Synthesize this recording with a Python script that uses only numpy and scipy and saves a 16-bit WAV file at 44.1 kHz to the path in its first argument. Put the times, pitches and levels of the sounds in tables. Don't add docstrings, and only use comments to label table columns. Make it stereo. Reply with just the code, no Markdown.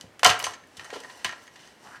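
import sys
import numpy as np
from scipy import signal
from scipy.fft import rfft, irfft
from scipy.io import wavfile

SR = 44100
rng = np.random.default_rng(int(sys.argv[2]) if len(sys.argv) > 2 else 0)


def natural_amplitude(level_db):
    exponent = np.asarray(level_db, float) / 20
    return 10 ** exponent


def master_out(mix):
    frames = np.transpose(np.atleast_2d(mix))
    ceiling = np.clip(frames, -1, 1)
    pcm = np.round(ceiling * 32767).astype(np.int16)
    wavfile.write(sys.argv[1], SR, pcm)


N = 88200
T = np.arange(N) / SR

# (time [s], peak level [dB], contact pitch [octaves from 2 kHz], chatter length [ms])
CUP_KNOCKS = [(.2315, -7.5, -0.7, 0.96), (.2318, -14, 1, 1.6), (.2445, -4.5, 1.4, 5.5), (.2462, -5, 0.9, 3),
              (.2505, -4, -0.4, 10.2), (.2618, -3.5, 1, 1.5), (.267, -8.5, -0.6, 2.7),
              (.2722, -14, 2.7, 2.3), (.2942, -8, 0, 1.18), (.2995, -14, 1, 3.6), (.3103, -11, -0.5, 1.1),
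              (.3922, -22, 12, 1.7), (.3993, -24, 0.5, 2.2), (.421, -30, -1.4, 1.6)]
HEAD_SNAPS = [
    (.4404, -16.5, 1.24, 1.5),
    (.4431, -16.5, 0.25, 0.78),
    (.4478, -20, 1.4, 1.5),
    (.4547, -23, 1.6, 1.3),
    (.4662, -20, -1.1, 0.9),
    (.4658, -23.5, 1.15, 1.4),
]
LAST_TOOTH = [
    (1.2446, -24, 1.8, 2.6),
    (1.246, -11.5, 0.22, 0.94),
    (1.2505, -21, 0.053, 2.3),
    (1.2475, -26, -1.8, 9.5),
]
CUP_THUMPS = [
    (.9275, -24.5, -2.07, 2.3),
    (.936, -28.5, -1, 5.3),
    (0.96, -26, -2.3, 5.9),
    (.956, -31.5, -2.5, 3.4),
]
CUP_MORE_STRIKES = [(.232, -26, 3.5, 1.2), (.257, -10.5, -1.32, 6.1), (.271, -13, -1, 1.63), (.274, -9, -0.7, 4),
                    (.304, -18, 0.5, 3.9), (.437, -27, -1.4, 3.3), (.9415, -35, -1.4, 2.4),
                    (.964, -33, -0.3, 4.8), (.897, -39, -1.5, 2.5), (.036, -40, -3, 6.5), (.672, -51, 2.2, 3),
                    (1.256, -39.5, 5.7, 1.7), (1.279, -38, 1, 2)]
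SHELL_PINGS = [(.254, -9.5, -1.28, 5.1), (.252, -13.5, -0.7, 5.6), (.295, -19.5, -0.4, 2.2),
               (.4665, -24, -0.9, 0.92), (.7952, -33.5, 0, 0.35), (.8445, -44.5, 1.8, 3),
               (.928, -34, -2, 1.2), (1.2455, -37, 1.5, 1.2), (1.2515, -42, 2.5, 4),
               (1.2925, -28, -0.14, 1), (1.3248, -34.5, -0.07, 1.1), (1.329, -40.5, -0.6, 2.7)]
PART_TICKS = [(.533, -34.5, 0.9, 10), (.636, -45, 0.1, 5.9), (.826, -43.5, -3.5, 4.3),
              (.8435, -37.5, 1.5, 6.4), (.860, -38, -0.5, 5), (.9035, -29, 0.1, 0.68),
              (1.0345, -34, 0.5, 3.4), (1.045, -32, -0.8, 5.8), (1.05, -44, -1.5, 3.7),
              (1.096, -36, -1, 6.4), (1.2642, -33, -0.1, 3), (1.2732, -29.5, -0.5, 2.1),
              (1.2924, -24, -0.1, 0.59), (1.2926, -32, 0.7, 1.1), (1.311, -33, 0.8, 1.8),
              (1.3245, -28, 0.03, 0.75), (1.327, -31.5, -1.5, 4), (1.358, -56, 5, 4.9),
              (1.37, -48, -1.5, 3.7), (1.469, -43.5, 1, 1.8), (1.477, -37, 0.3, 2.5), (1.556, -39, 0, 4.6),
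              (1.673, -40, 0.8, 3.7)]
TIE_SCUFFS = [(.010, -27.5, 1.1, 2.1), (.1935, -29, 1.8, 0.86), (.194, -29.5, 0, 2.6),
              (.7682, -35, 1.2, 12), (.795, -30.5, -0.1, 1.4), (.8095, -33.5, -0.1, 2),
              (.843, -36, -0.5, 17), (1.002, -34.5, 1.3, 3.4), (1.175, -45, 7, 2.2),
              (1.2447, -42, -3.5, 2.2), (1.42, -51.5, 3, 35), (1.59, -45, 0.47, 115),
              (1.838, -48.5, 1.2, 47), (1.871, -39, -0.7, 2.3), (1.959, -43, 0.5, 1.9)]
SKIN_SCRAPES = [
    (.930, -33, 0.48, 65),
    (.936, -38, 1.07, 35),
    (.535, -36.5, 0.35, 26),
    (1.097, -38, 0.33, 17),
    (1.19, -43.5, 0.12, 37),
    (1.558, -43.5, 0.62, 15),
]
# (time [s], level [dB], push length [ms])
BENCH_THUDS = [
    (0.042, -41, 2.56),
    (0.081, -64.5, 4.3),
    (.256, -43, 0.68),
    (0.267, -25.5, 4.2),
    (0.298, -27, 3.9),
    (0.47, -37.5, 8),
    (0.781, -41.5, 4.6),
    (0.957, -63, 1.3),
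    (1.255, -40, 2.7),
]
# (time [s], level [dB])
RUB_LEVEL = [(0.0, -55), (0.26, -94), (0.37, -66), (0.41, -42), (0.52, -43.5), (0.58, -78.5), (0.82, -47),
             (0.94, -49), (1.16, -48), (1.34, -54), (1.46, -53.5), (1.5, -64), (1.535, -54), (1.68, -54),
             (1.775, -62.5), (1.84, -51), (1.96, -51.5), (2.0, -61)]
# (time [s], resonance [Hz], level [dB])
LAST_SLIDE = [
    (1.81, 975.5, -71),
    (1.85, 1006, -49),
    (1.9, 1244, -46),
    (1.95, 1532, -42),
    (1.969, 1560, -46.5),
    (1.985, 1470, -75),
]

# (frequency [Hz], level [dB], t60 [s])
CUP_MODES = [(277, -7, 0.094), (452, -8.5, 0.1), (536, -9, 0.075), (703, 0.5, 0.019), (967, -9.5, 0.02),
             (1351, -0.5, 0.025), (1550, -6, 0.018), (1938, -6, 0.035), (2889, -2, 0.044),
             (3046, 1.5, 0.044), (3430, -13, 0.019), (4815, -11.5, 0.065), (6265, -2, 0.016),
             (7440, -16, 0.011)]
# (frequency [Hz], level
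# [dB], t60 [s])
HEAD_MODES = [(830, -3, 0.024), (1026, -1, .035), (1746, -2, 0.014), (1930, -6.5, 0.044), (2240, 1, 0.0066),
              (2962, 0.5, 0.027), (3690, -21.5, 0.012), (4650, -7, .018), (5800, -7.5, 0.017),
              (6237, 1, 0.017), (7540, -6, 0.009), (8160, -12, 0.022), (8960, -5.5, 0.018),
              (9400, -6, 0.017)]
# (frequency [Hz], level [dB], t60 [s])
SHELL_MODES = [(559.6, 0.5, 0.034), (722, -1, 0.11), (1039, -0.5, 0.055), (1352.5, -1.5, 0.075),
               (1844, 0.5, 0.048), (6270, 0.5, .03), (8750, 0.5, 0.044)]
# (frequency [Hz], level [dB], t60 [s])
PART_MODES = [(1007, -2.5, 0.021), (1751, 1.5, 0.0095), (1865, -1, 0.039), (2188, -4.5, 0.021),
              (2880, -6.5, 0.017), (4840, -13, 0.048), (6385, 0, 0.016), (7640, -7, 0.014)]
# (frequency [Hz], level [dB], t60 [s])
BENCH_MODES = [(67, -18.5, 0.067), (107.3, -10, 0.33), (186, -7.5, 0.063), (304, 0, 0.045),
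               (440, -38.5, 0.24), (527.7, 11.5, 0.14)]
# (frequency [Hz], t60 [s], level [dB], side level re mid [dB])
ROOM_DECAY = [(135, 0.64, -7, -46.5), (342, 0.52, -4, -31.5), (880, 0.33, -6, -46), (1460, 0.43, -7, -38),
              (3340, 0.33, -11.5, -16), (6010, 0.43, -14, -13), (11500, 0.2, -18, -10)]
# (frequency [Hz], density [dB per Hz])
FLOOR_SPECTRUM = [(18, -42), (30, -4.5), (165, -8), (245, -4.5), (554, -6.5), (1320, -12.5), (1720, -11.5),
                  (11100, -31.5), (16000, -32)]

GRAIN_DB, DETUNE, RISE_S, RATTLE_S = 1.96, 0.0081, 0.001, 0.021
CRACK_WIDTH, BODY_LOW_HZ = 1.41, 215
RUB_DB, RUB_DAMPING, RUB_GRAIN_DB = -2.5, 0.32, 2.5
RUB_HISS_DB, RUB_HISS_HZ, RUB_SWELL_DB, RUB_SWELL_HZ = -4, 2960, 1, 22
SLIDE_WIDTH_HZ = 640
DIRECT_SIDE_DB, DIRECT_SIDE_HZ = -18.5, 4030
ROOM_ONSET_S = 0.00067
FLOOR_DB, FLOOR_SIDE_DB = -55.5, -8.5
MIC_LOW_HZ, MIC_TOP_HZ, CUT_HZ = 73, 13000, 16300


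def band(x, hz, width):
    hz = np.clip(hz, 20, .44 * SR)
    return signal.lfilter(*signal.iirpeak(hz, hz / width, SR), x)


def ring(x, hz, t60):
    pole = np.exp(2j * np.pi * hz / SR - np.log(1000) / (t60 * SR))
    return signal.lfilter([1], [1, -pole], x).imag


def unit(x):
    return x / np.sqrt(np.mean(x ** 2))


def add(out, at_s, x):
    i = max(int(at_s * SR), 0)
    out[i:i + len(x)] += x[:N - i]


def grit(size, grain_db):
    chance = rng.random(size)
    return rng.standard_normal(size) * natural_amplitude(-grain_db * np.log(1 - chance))


def strikes(events, modes, body_db, crack_db, scatter_db, rattle_db, focus_db=3, size=9000):
    out, t = np.zeros(N), T[:size]
    for at_s, peak_db, octave, ms in events:
        chatter_s = ms / 1000
        contact = (1 - np.exp(-t / RISE_S)) * np.exp(-(t / chatter_s) ** 2)
        grains = unit(grit(size, GRAIN_DB))
        push = grains * (contact + natural_amplitude(rattle_db) * np.exp(-t / RATTLE_S))
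        drive = np.abs(grains) * contact
        drive = drive / np.sum(drive)
        body = 0
        for hz, db, t60 in modes:
            level_draw, tune_draw, phase_draw = rng.standard_normal(3)
            hz = hz * (1 + DETUNE * tune_draw)
            db = db - focus_db * (np.log2(hz / 2000) - octave) ** 2 + scatter_db * level_draw
            held = 1 + chatter_s * np.log(1000) / t60
            carrier = np.exp(1j * (2 * np.pi * hz * t + 20 * phase_draw))
            body = body + natural_amplitude(db) * held * ring(drive * carrier, hz, t60)
        hz = min(2000 * 2 ** octave, .3 * SR)
        crack = band(band(push, hz, CRACK_WIDTH * hz), hz, CRACK_WIDTH * hz)
        crack = crack / np.abs(crack).max() * 2
        add(out, at_s, natural_amplitude(peak_db) * (natural_amplitude(body_db) * body + natural_amplitude(crack_db) * crack))
    return signal.sosfilt(signal.butter(2, BODY_LOW_HZ, "high", fs=SR, output="sos"), out)


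def cups():
    knocks = strikes(CUP_KNOCKS, CUP_MODES, -11.5, -5, 0, -14)
    thumps = strikes(CUP_THUMPS, CUP_MODES, -11, -8, 0, -14, focus_db=5)
    more_strikes = strikes(CUP_MORE_STRIKES, CUP_MODES, -11, -8, 0, -14, focus_db=5)
    return knocks + thumps + more_strikes


def tie_head():
    snaps = strikes(HEAD_SNAPS, HEAD_MODES, -8, -8.5, 1.5, -16.5, focus_db=6.5)
    tooth = strikes(LAST_TOOTH, HEAD_MODES, -8, -8.5, 1.5, -16.5, focus_db=6.5)
    return snaps + tooth


def shell_pings():
    return strikes(SHELL_PINGS, SHELL_MODES, 0, -40, 0, -40, focus_db=60)


def loose_part():
    return strikes(PART_TICKS, PART_MODES, -8, -9, 1.5, -22.5, focus_db=4)


def scuffs():
    tie = strikes(TIE_SCUFFS, CUP_MODES, -17, -5.5, 0, -17)
    skin = strikes(SKIN_SCRAPES, CUP_MODES, -27, -5.5, 0, -17)
    return tie + skin


def bench(size=20000):
    out = np.zeros(N)
    for at_s, db, ms in BENCH_THUDS:
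        push = np.sin(np.pi * np.clip(T[:size] / (ms / 1000), 0, 1))
        push = push / push.sum()
        thud = sum(natural_amplitude(mode_db) * ring(push, hz, t60) for hz, mode_db, t60 in BENCH_MODES)
        add(out, at_s, natural_amplitude(db) * thud)
    return out


def fingers():
    drag = grit(N, RUB_GRAIN_DB)
    modes = sum(natural_amplitude(db) * ring(drag, hz, RUB_DAMPING * t60) for hz, db, t60 in HEAD_MODES)
    shell = unit(band(modes, 1800, 3300))
    hiss = unit(band(band(drag, RUB_HISS_HZ, 8300), 4730, 7000))
    hiss = hiss * natural_amplitude(RUB_SWELL_DB * unit(band(drag, RUB_SWELL_HZ, RUB_SWELL_HZ)))
    rub_s, rub_db = np.array(RUB_LEVEL).T
    rub = natural_amplitude(RUB_DB + np.interp(T, rub_s, rub_db)) * (shell + natural_amplitude(RUB_HISS_DB) * hiss)

    slide_s, slide_hz, slide_db = np.array(LAST_SLIDE).T
    slow = unit(signal.lfilter(*signal.butter(2, SLIDE_WIDTH_HZ / 2, fs=SR), grit(N, 2.1)))
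    phase = 2 * np.pi * np.cumsum(np.interp(T, slide_s, slide_hz)) / SR
    slide = slow * np.sin(phase) * natural_amplitude(np.interp(T, slide_s, slide_db, -120, -120))
    return rub + slide


def room(x, size=30000):
    t, tail = T[:size], 0
    for hz, t60, db, side_db in ROOM_DECAY:
        fade = (1 - np.exp(-t / ROOM_ONSET_S)) * natural_amplitude(-60 * t / t60)
        noise = band(band(rng.standard_normal((2, size)), hz, hz), hz, hz)
        noise = noise * fade / np.sqrt(np.sum(fade ** 2))
        tail = tail + noise * natural_amplitude(np.array([[db], [db + side_db]]))
    return signal.fftconvolve(x[None], tail, axes=1)[:, :N]


def floor():
    hz, db = np.array(FLOOR_SPECTRUM).T
    gain = natural_amplitude(np.interp(np.log(np.fft.rfftfreq(N, 1 / SR) + 1), np.log(hz), db))
    mid, side = (unit(irfft(rfft(rng.standard_normal(N)) * gain, N)) for _ in range(2))
    return natural_amplitude(FLOOR_DB) * np.array([mid, natural_amplitude(FLOOR_SIDE_DB) * side])


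def scene():
    near = cups() + tie_head() + shell_pings() + loose_part() + scuffs() + bench() + fingers()
    edge = band(near, DIRECT_SIDE_HZ, DIRECT_SIDE_HZ)
    near_side = natural_amplitude(DIRECT_SIDE_DB) * np.gradient(edge) * SR / (2 * np.pi * DIRECT_SIDE_HZ)
    mid, side = np.array([near, near_side]) + room(near) + floor()
    return np.array([mid + side, mid - side])


def roll_off(x):
    return signal.sosfilt(signal.butter(12, 16820, fs=SR, output="sos"), x)


def record(dry):
    mic = signal.sosfilt(signal.butter(4, MIC_LOW_HZ, "high", fs=SR, output="sos"), dry)
    mic = signal.sosfilt(signal.butter(2, MIC_TOP_HZ, fs=SR, output="sos"), mic)
    rounded = np.tanh(0.75 * mic) / 0.8
    cut = signal.ellip(8, .2, 60, CUT_HZ, fs=SR, output="sos")
    return roll_off(signal.sosfilt(cut, rounded))


dry = scene()
out = record(dry)
master_out(out)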